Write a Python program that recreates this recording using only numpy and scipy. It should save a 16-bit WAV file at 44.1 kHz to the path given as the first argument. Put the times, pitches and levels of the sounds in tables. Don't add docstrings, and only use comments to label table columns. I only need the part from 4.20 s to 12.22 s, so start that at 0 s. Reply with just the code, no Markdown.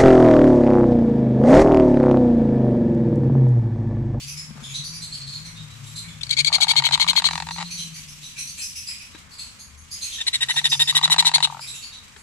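import sys
import numpy as np
from scipy import signal
from scipy.fft import rfft, irfft
from scipy.io import wavfile
from scipy.ndimage import uniform_filter1d, minimum_filter1d, map_coordinates

SR = 44100
rng = np.random.default_rng(int(sys.argv[2]) if len(sys.argv) > 2 else 0)


def unload_audio(sound):
    columns = np.transpose(np.atleast_2d(sound))
    steps = np.round(np.clip(columns, -1, 1) * 32767)
    wavfile.write(sys.argv[1], SR, steps.astype(np.int16))


def nominal_scale(level):
    x = np.asarray(level, float) / 20
    return 10 ** x


N = 353682
SNAP_S = 0.012


def times():
    return np.arange(N) / SR


def rms_one(x):
    return x / np.sqrt(np.mean(x ** 2) + 1e-20)


def follow(table):
    return np.interp(times(), *np.transpose(table))


def wobble(size, hz):
    noise = rng.standard_normal(size + 2000)
    return rms_one(signal.lfilter(*signal.butter(2, hz, fs=SR), noise)[2000:])


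def resonance(x, hz, width):
    r = np.exp(-np.pi * width / SR)
    zeros = (1 - r * r) / 2 * np.array([1, 0, -1])
    return signal.lfilter(zeros, [1, -2 * r * np.cos(2 * np.pi * hz / SR), r * r], x)


def double_resonance(x, hz, width):
    return resonance(resonance(x, hz, width), hz, width)


def coloured(spectrum, alike):
    hz, db = np.transpose(spectrum)
    bin_hz = np.arange(N // 2 + 1) * SR / N
    gain = nominal_scale(np.interp(np.log(bin_hz + 1), np.log(hz), db, left=-90, right=-90))
    mid, side = irfft(rfft(rng.standard_normal((2, N))) * gain, N)
    alike = np.clip(alike, 0, 1)
    return rms_one(np.sqrt(1 + alike) * mid + np.sqrt(1 - alike) * side * [[1], [-1]])


def add(track, s, sound):
    at = round(s * SR)
    track[at:at + len(sound)] += sound[:N - at]


def bent(x, speed):
    return map_coordinates(x, [np.cumsum(speed * np.ones(len(x)))], order=3, mode="constant")


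def rumble():
    # [time_s, level_db]
    rumble_level = [(0.0, -54.5), (0.94, -53), (8.02, -58.5)]
    # [frequency_hz, density_db per Hz]
    rumble_colour = [(20, -6), (45, -4), (85, -1), (150, -5), (220, -5.5), (300, -16), (420, -37)]
    return nominal_scale(follow(rumble_level) + 2.5) * coloured(rumble_colour, alike=0.83)


def far_air():
    # [time_s, level_db]
    air_level = [(0, -40), (.35, -52), (1, -48), (2, -48), (3.6, -44.5), (4.8, -44), (5.05, -52),
                 (5.3, -48), (5.6, -55), (5.9, -40), (7.6, -47.5), (8.02, -51.5)]
    # [frequency_hz, density_db per Hz]
    air_colour = [(1500, -12), (2500, 7), (5000, 3), (8000, 4), (11000, -6.5), (13000, -7), (15500, -24)]
    return nominal_scale(follow(air_level) + 1.94 * wobble(N, 23)) * coloured(air_colour, alike=0.019)


def street():
    # [time_s, level_db]
    street_level = [(0, -57.5), (.4, -52.5), (2, -52), (3.6, -55), (4.6, -60.5), (5.0, -52.5), (5.6, -56.5),
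                    (6.302, -52.5), (8.02, -53.5)]
    # [frequency_hz, density_db per Hz]
    street_colour = [(300, -13.5), (450, -6), (700, -9), (1100, 0), (1500, -2.5), (2500, -2)]
    return nominal_scale(follow(street_level)) * coloured(street_colour, alike=0.12)


def motor():
    # [time_s, mean_hz, level_db, hunting_depth_hz]
    drone_marks = [(0, 142.9, -46, 7.5), (.7, 150, -44.5, 12.5), (2.7, 153, -45, 17), (3.05, 167, -44, 6.5),
                   (3.701, 166, -43, 5), (3.9, 149.9, -51, 3), (4.35, 139, -59, -1), (4.5, 138, -86, 2.5),
                   (6.0, 139.4, -76, -1.5), (6.2, 138.7, -53.5, -13), (6.58, 140.6, -41, -2),
                   (7.0, 161, -43.5, -2), (7.28, 147.8, -47.5, -2), (7.45, 133, -57, 3),
                   (7.7, 134, -70, 0.5)]
    # [time_s, level_db]
    low_tone = [(0.0, -67), (1.69, -44), (3.2, -73)]
    hunt_s, hunt_top_s, labour_db_per_hz = 0.54, 0.78, 0.12
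    t = times()
    s, *columns = np.transpose(drone_marks)
    hz, db, depth_hz = [np.interp(t, s, column) for column in columns]
    hunt_hz = depth_hz * np.cos(2 * np.pi * (t - hunt_top_s) / hunt_s)
    level = nominal_scale(db - labour_db_per_hz * hunt_hz + 3.7 * wobble(N, 11.5))
    drone = level * np.sin(2 * np.pi * np.cumsum(hz + hunt_hz) / SR)
    low_level = nominal_scale(np.interp(t, *np.transpose(low_tone), right=-99))
    low = low_level * np.sin(2 * np.pi * 109.6 * t)
    sub_level = nominal_scale(-63.5 + 6.2 * wobble(N, 1.5))
    sub = sub_level * np.sin(2 * np.pi * np.cumsum(75.6 + 3.18 * wobble(N, 1.486)) / SR)
    return np.sqrt(2) * (drone + low + sub)


def aviary(x, wet_db):
    t60_s = 0.37
    t = np.arange(round(.6 * SR)) / SR
    decay = nominal_scale(-60 * t / t60_s) * np.minimum(t / 0.00097, 1)
    tail = rng.standard_normal((2, len(t))) * decay
    tail = tail / np.sqrt(np.sum(tail ** 2, axis=1, keepdims=True))
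    return x + nominal_scale(wet_db) * signal.fftconvolve(x[None], tail, axes=1)[:, :N]


def shaky(hz, size, rough):
    turns = np.cumsum(hz * (1 + 0.01194 * wobble(size, 26.2)) + 55 * wobble(size, 570)) / SR
    skirt = rms_one(double_resonance(rng.standard_normal(size), hz, 600))
    return np.sin(2 * np.pi * turns) * (1 + 0.5 * wobble(size, 810)) + rough * skirt


def screech(size, hz, upper_db, upper_hz):
    breath = double_resonance(rng.standard_normal(size), 10080, 1900)
    breath = resonance(breath, 12700, 4200)
    rough = np.clip(nominal_scale(upper_db + 9.0), .1, .9)
    beak_hz = upper_hz * (1 + 0.01203 * rng.standard_normal())
    lines = [(hz * 0.92, upper_db - 22.0), (hz, 0), (beak_hz, upper_db), (hz * 1.5, upper_db - 7.5),
             (hz * 2, upper_db - 5.5), (hz * 2.5, upper_db - 15.5)]
    partials = sum(nominal_scale(line_db) * shaky(line_hz, size, rough) for line_hz, line_db in lines)
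    return nominal_scale(upper_db - 3) * rms_one(breath) + partials


def flock():
    # [start_s, peak_db, second_partial_hz, brightness_db]
    dull_bird = [(0.0, -45, 4690, -4), (0.0718, -41.5, 4980, 0.5), (0.541, -31.5, 3980, -9),
                 (0.6386, -36.5, 4630, -4.5), (.7297, -39, 4740, -4.5), (1.2446, -44.5, 4234, -4.5),
                 (1.495, -51, 3930, -16), (3.098, -40, 4170, -6.5), (3.308, -40, 4220, -5),
                 (3.4392, -41.5, 4180, -13), (3.5034, -37, 4430, -3.5), (3.5742, -37, 4160, -2.5),
                 (3.7397, -48, 4620, 3.5), (3.8802, -49.5, 5440, -1.5), (4.0292, -42, 3935, -3.5),
                 (4.1763, -40, 4150, 4), (4.269, -43.5, 4480, 1.5), (4.414, -37, 5190, 0),
                 (4.553, -40, 5260, 0.5), (4.8002, -50, 5130, -2), (4.929, -52, 4000, -18),
                 (5.92, -37.5, 3790, -4), (6.32, -42.5, 4210, 2.5), (6.41, -48, 4430, -17),
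                 (6.489, -33, 5050, -2), (6.721, -46, 4600, -6), (7.7196, -41.5, 3955, -13.5)]
    mellow_bird = [(5.389, -49, 4540, 1), (5.571, -66.5, 4560, 12), (5.71, -37.5, 4920, -2.5),
                   (5.8152, -34.5, 4234, -1.5)]
    middle_bird = [(0.168, -37.5, 5270, -7.5), (0.4283, -42, 3460, -3), (0.491, -43, 3425, -2.5),
                   (1.1276, -35, 4374, -12), (1.879, -50, 3520, -7), (6.609, -36, 5030, -10),
                   (7.541, -43.5, 3780, -0.5), (7.621, -41, 4550, -7.5)]
    shrill_bird = [(0.8143, -37, 4220, -6), (.92, -36.5, 4440, -8.5), (1.0051, -39.5, 4370, -50),
                   (1.066, -37.5, 4300, -11.5), (1.358, -40, 3840, -28), (1.6571, -50, 3820, 1),
                   (1.7553, -37, 4144, -5), (4.3761, -43.5, 4280, 4.5), (4.6697, -35, 5050, -6),
                   (5.114, -47.5, 4690, -6.5), (5.183, -38, 4360, -6), (7.404, -39.5, 4970, -5),
                   (7.4691, -40, 3920, -1), (7.966, -62, 4460, 6)]
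    bird_upper_hz = [6025, 6580, 7020, 7690]
    # [start_s, peak_db, pitch_hz]
    flock_low = [(0.0722, -47, 2555), (0.1598, -52, 2230), (0.488, -53, 2414), (0.731, -52.5, 2427),
                 (0.921, -52, 3250), (1.2505, -54.5, 2146), (1.83, -51.5, 2240), (3.4998, -46.5, 2472),
                 (3.576, -42.5, 3087), (3.7447, -54, 2204), (4.0304, -60, 2890), (4.1635, -43.5, 2480),
                 (4.2698, -70, 2280), (4.3777, -41.5, 2603), (4.552, -48.5, 2580), (4.6782, -44.5, 2457),
                 (4.798, -50, 2560), (5.1785, -55, 2600), (5.7203, -59, 2017), (5.8238, -46, 2650),
                 (5.9195, -42.5, 3250), (7.4194, -48.5, 2456), (7.5278, -49.5, 2700), (7.619, -52, 2740)]
    rise, rise_s, sag_per_s = .1, .01507, .402
    out = np.zeros(N)
    t = np.arange(round(.13 * SR)) / SR
    shape = np.sin(np.pi / 2 * np.minimum(t / .024, 1)) ** 2 * np.exp(-(t / 0.05) ** 2)
    glide = 1.02 - rise * np.exp(-t / rise_s) - sag_per_s * t
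    for calls, upper_hz in zip([dull_bird, mellow_bird, middle_bird, shrill_bird], bird_upper_hz):
        for s, db, hz, upper_db in calls:
            voice = screech(len(t), hz, upper_db, upper_hz)
            add(out, max(s - .01, 0), nominal_scale(db - 3.0) * shape * bent(voice, glide))
    for s, db, hz in flock_low:
        add(out, s - .01, nominal_scale(db - 1.5) * shape * bent(shaky(hz, len(t), rough=1.0), glide))
    return out


def nest_box(x, pan_db, lag_ms):
    # [delay_ms, gain]
    box = [
        [(1.3, 0.15), (2.9, -0.27), (5.1, 0.15), (8.3, -0.12)],
        [(.9, -0.59), (2.2, 0.14), (4.3, 0.36), (7.1, -0.44)],
    ]
    treble_pan_share = 0.53
    out = np.zeros((2, N))
    treble = signal.sosfiltfilt(signal.butter(2, 8550, "high", fs=SR, output="sos"), x)
    for port, (echoes, sign, late_ms) in enumerate(zip(box, [1, -1], [0, lag_ms])):
        heard = nominal_scale(sign * pan_db / 2) * (x - treble)
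        heard = heard + nominal_scale(sign * treble_pan_share * pan_db / 2) * treble
        for ms, gain in [(0.0059, 1)] + echoes:
            lag = round((ms + late_ms) * SR / 1000)
            out[port, lag:] += gain * heard[:N - lag]
    return out


def scuff():
    start_s, length_s, level_db = .4, .069, -52.5
    rub = resonance(rng.standard_normal(N), 940, 800) * nominal_scale(4.3 * wobble(N, 60))
    return nominal_scale(level_db) * rms_one(rub) * np.exp(-((times() - start_s) / length_s) ** 2)


def claws():
    # [start_s, thud_db, pitch_hz, click_over_thud_db]
    knocks = [
        (0.307, -33, 210, -19),
        (0.357, -35, 210, -20),
        (0.423, -36, 223, -18),
        (4.818, -66, 252, -1),
        (4.948, -36.5, 306, -3),
        (7.963, -48.5, 410, 8.5),
    ]
    out = np.zeros(N)
    t = np.arange(round(0.07 * SR)) / SR
    for s, db, hz, click_db in knocks:
        click = double_resonance(rng.standard_normal(len(t)), 710, 2800) * np.exp(-t / 0.0079)
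        thud = np.sin(2 * np.pi * hz * t) * np.exp(-t / 0.0083)
        add(out, s, nominal_scale(db) * (thud + 3 * nominal_scale(click_db) * click))
    return out


def beats(marks):
    beat_s = .0215
    marks = np.array(marks)
    number = np.cumsum(np.round(np.diff(marks[:, 0], prepend=marks[0, 0]) / beat_s))
    return [[np.interp(n, number, column) for column in marks.T] for n in np.arange(number[-1] + 1)]


def adult():
    # [time_s, peak_db, pitch_hz, overtones_db]
    growl_a = [(2.279, -26, 626, -12), (2.317, -20, 644, 1), (2.443, -18, 870, 1), (2.467, -18, 900, 3.5),
               (2.686, -17, 950, 7.5), (2.886, -18, 1024, 3.5), (3.085, -18.5, 1040, 9.5),
               (3.222, -20, 884, 8)]
    growl_b = [(6.724, -22, 1090, 2), (6.897, -14.5, 1000, 5), (7.024, -15, 960, 5.5),
               (7.202, -17, 940, 5.5), (7.271, -19, 896, 2), (7.298, -20, 920, -31), (7.392, -23, 900, -2)]
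    # [time_s, peak_db]
    growl_end = [(3.267, -21.5), (3.286, -18.5), (3.307, -23), (3.36, -27.5), (3.375, -29), (3.381, -25),
                 (3.388, -23.5), (3.399, -23), (3.405, -22), (3.41, -20), (3.418, -27), (3.424, -21)]
    growl_tries = [(2.183, -32), (6.273, -41), (6.293, -23.5), (6.339, -32), (6.362, -25.5), (6.413, -28),
                   (6.522, -23), (6.549, -24.5), (6.665, -41)]
    # [pitch_hz, overtones_db]
    loose_throat = [(939, 7.5), (920, 7.5)]
    # [frequency_hz, width_hz, level_db]
    growl_partials = [(654, 424, -10), (900, 536, 2.5), (1178, 435, -0.5), (1995, 510, -8.5),
                      (2870, 510, -16), (3810, 730, -6.5), (4600, 1400, -7), (6050, 4000, -16),
                      (7100, 1650, -5.5), (10500, 720, -28.5)]
    pulses = np.full((2, N), 1e-18)
    k = np.arange(14)
    strength = np.exp(-((k - 2.2) / 1.67) ** 2) + 0.078 * (k > 3)
    loose = []
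    for rows, throat in zip([growl_end, growl_tries], loose_throat):
        loose += [(*beat, *throat) for beat in rows]
    for s, db, pitch_hz, gape_db in beats(growl_a) + beats(growl_b) + loose:
        timing, force = rng.standard_normal((2, len(k)))
        at = (s + .0004 * timing[-1] + (k + 0.13 * timing) / pitch_hz) * SR
        burst = nominal_scale(db + 2.0 * force + 0.77 * rng.standard_normal()) * strength
        pulses[:, at.astype(int)] += burst * nominal_scale(np.array([[0], [gape_db]]))
    voice = np.zeros(N)
    for i, (hz, width, db) in enumerate(growl_partials):
        ring = double_resonance(pulses[int(i > 2)], hz, 1.18 * width)
        voice += (-1) ** i * nominal_scale(db) * SR / width * ring
    return nominal_scale(-16) * signal.sosfilt(signal.butter(2, 480, "high", fs=SR, output="sos"), voice)


def rasp(length, early_db, late_db, hz, chest_db, low_db, top_db, jitter, shake_db, hiss):
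    # [share of second partial, width_hz, level_db]
    windpipe = [(0.536, 312, -4.5), (0.759, 770, -1), (.9, 600, 2), (1.022, 433, 3)]
    # [frequency_hz, width_hz, level_db]
    beak = [(5160, 2900, -13.5), (7530, 1400, -9.5), (9810, 1630, -11.5), (11090, 1500, -22.5),
            (14200, 1800, -21)]
    glide_up, glide_up_s, glide_down, glide_down_s = .1, .004, .1125, .006
    t = np.arange(round((length + 0.011) * SR)) / SR
    unsteady = 1 + jitter * wobble(len(t), 700) + .03 * wobble(len(t), 40)
    cycles = np.cumsum(hz / 2 * unsteady) / SR
    strong_weak = 1 + 0.3 * (-1) ** np.floor(cycles)
    pulses = np.diff(np.floor(cycles), prepend=0) * strong_weak * nominal_scale(shake_db * wobble(len(t), 1420))
    source = rms_one(pulses) + hiss * rng.standard_normal(len(t))

    modes = [(hz / 4, 350, chest_db)]
    modes += [(share * hz, width, gain_db) for share, width, gain_db in windpipe]
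    modes += beak
    chance_db = rng.normal(0, 1.01, len(modes))
    chance_db[[0, 1, -1]] += [-14 * (length < SNAP_S), low_db, top_db]
    shift = 1 + 0.011 * rng.standard_normal(len(modes))
    voice = np.zeros(len(t))
    for k, (f, width, gain_db) in enumerate(modes):
        voice += (-1) ** k * nominal_scale(gain_db + chance_db[k]) * double_resonance(source, f * shift[k], width)

    slide = glide_up * np.exp(-t / glide_up_s) + glide_down * np.exp((t - t[-1]) / glide_down_s)
    voice = bent(voice, 1 - (length > SNAP_S) * slide)
    throb = nominal_scale(2.78 * wobble(len(t), 400))
    corners = np.array([0, .003, 0.0054 + 0.33 * length, 0.001 + 0.8 * length, 0.00091 + length,
                        length + 0.0062, length + 0.074])
    level_db = [early_db - 38, early_db - 5, early_db + 2, late_db + 1.5, late_db - 7.0,
                late_db - 18.0, late_db - 2]
    return rms_one(voice * throb) * nominal_scale(np.interp(t, corners, level_db))


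def chick(calls, chest_db):
    # [time_s, second_partial_hz, neck_band_db, first_partial_db]
    chick_pitch = [(2.01, 3520, 4, -6), (2.032, 4300, -0.5, -5), (2.171, 4460, 2.5, 3.5),
                   (2.33, 4396, 2.5, 1), (2.48, 4330, 4, -0.5), (2.571, 4290, 8.5, -2), (2.7, 4180, 7.5, 2),
                   (2.88, 4214, 6.5, -0.5), (3.052, 4267, 4, -2.5), (5.98, 3590, 1, 2.5),
                   (6.07, 3997, -1.5, 1.5), (6.3, 3729, 0, 4.5), (6.521, 3760, -0.5, -2),
                   (6.669, 3798, -1.5, 1), (6.829, 3830, -3.5, -2), (6.99, 4054, 0, 0),
                   (7.14, 4210, -2, -3), (7.23, 4040, 3.5, -7)]
    # [time_s, level_db]
    whistle = [(2.01, -14), (2.3, -10), (2.5, 0.5), (3.05, 1), (5.98, -12), (6.25, -2.5), (6.5, 1),
               (7.0, 0.5), (7.1, -7), (7.23, -12)]
    out = np.zeros(N)
    marks, pitch_hz, neck_db, first_db = np.transpose(chick_pitch)
    for s, length, db in calls:
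        swell_db = 0.8 if length > SNAP_S else -3.5
        half_db = (swell_db + rng.standard_normal()) / 2
        hz, low_db = np.interp(s, marks, pitch_hz), np.interp(s, marks, first_db)
        top_db = np.interp(s, *np.transpose(whistle))
        call = rasp(length, db - half_db, db + half_db, hz, chest_db, low_db, top_db,
                    jitter=.045, shake_db=3.0, hiss=.25)
        add(out, s - .003, call)
    neck_gain = nominal_scale(np.interp(times(), marks, neck_db)) - 1
    return out + neck_gain * resonance(out, 2920, 900)


def scene():
    # [start_s, length_s, level_db]
    rasps_a = [(2.010, 0.012, -35.5), (2.032, 0.0072, -26), (2.049, 0.0037, -46), (2.067, 0.0044, -34),
               (2.083, 0.0035, -49), (2.093, 0.0093, -32), (2.106, 0.011, -17.5), (2.119, 0.024, -26),
               (2.168, 0.047, -20), (2.247, 0.0066, -17.5), (2.259, 0.031, -19.5), (2.327, 0.038, -16.5),
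               (2.406, 0.04, -17.5), (2.481, 0.04, -17.5), (2.564, 0.036, -18), (2.639, 0.04, -22),
               (2.721, 0.034, -19.5), (2.798, 0.042, -21), (2.878, 0.036, -19), (2.961, 0.037, -18),
               (3.041, 0.037, -18)]
    rasps_b = [(5.980, 0.021, -35.5), (6.004, 0.021, -26), (6.067, 0.025, -20), (6.130, 0.038, -21.5),
               (6.207, 0.036, -20.5), (6.286, 0.038, -22), (6.360, 0.042, -21), (6.442, 0.036, -17.5),
               (6.515, 0.037, -18.5), (6.595, 0.039, -16), (6.674, 0.038, -16.5), (6.751, 0.037, -14.5),
               (6.828, 0.033, -15), (6.904, 0.035, -14), (6.982, 0.029, -12.5), (7.054, 0.034, -13),
               (7.140, 0.024, -9.5), (7.227, 0.032, -17)]
    # [time_s, left_over_right_db]
    chick_pan = [(2.01, 11), (3.1, 11.5), (5.98, 4), (6.9, 4.5), (7.2, 7.5)]
    low = motor() * nominal_scale(np.array([[2.5], [-3.5]])) + rumble() * nominal_scale(np.array([[3.5], [-6.5]]))
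    air = far_air() + street()
    birds = aviary(flock(), wet_db=9.0) * nominal_scale(np.array([[-.4], [.4]]))
    pan_db = follow(chick_pan)
    near = nest_box(claws() + scuff(), 8.6, 0.046) + nest_box(adult(), 6.0, 0.03)
    near = near + nest_box(chick(rasps_a, chest_db=-21.0), pan_db, .13)
    near = near + nest_box(chick(rasps_b, chest_db=-15), pan_db, 0.094)
    near = near + aviary(near[0], wet_db=-26) - near[0]
    return near + birds + low + air


def gated(x):
    # [frequency_hz, level_db]
    gate_marks = [(3000, -36), (6000, -30), (8200, -34), (9000, -21), (10000, -30.5), (11500, -27),
                  (12500, -21), (13800, -27), (15500, -25.5)]
    quiet_db = -65
    hz, _, frames = signal.stft(x, SR, nperseg=2048)
    bands = np.abs(frames[:, :1024]).reshape(2, 64, 16, -1) ** 2
    level = bands.mean(axis=2)
    band_hz = hz[8:1024:16]
    strongest = level[:, band_hz > 1500].max(axis=1, keepdims=True)
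    strongest = np.maximum(strongest, nominal_scale(2 * quiet_db))
    limit = nominal_scale(2 * np.interp(band_hz, *np.transpose(gate_marks), left=-99))[:, None] * strongest
    limit = limit * nominal_scale(22.0 * uniform_filter1d(rng.standard_normal(level.shape), size=3))
    frames = frames[:, :1024] * np.repeat(level > limit, 16, axis=1)
    frames = np.pad(frames, ((0, 0), (0, 1), (0, 0)))
    return signal.istft(frames, SR, nperseg=2048)[1][:, :N]


def top_cut(x):
    return signal.sosfilt(signal.butter(12, 15770, fs=SR, output="sos"), x)


def record(dry):
    colour = dry - 0.55 * resonance(dry, 9050, 900)
    peak = np.abs(colour).max(axis=0) + 1e-9
    room_left = minimum_filter1d(np.minimum(1, .91 / peak), size=90)
    mix = gated(colour * uniform_filter1d(room_left, size=45))
    return top_cut(mix)


dry = scene()
out = record(dry)
unload_audio(out)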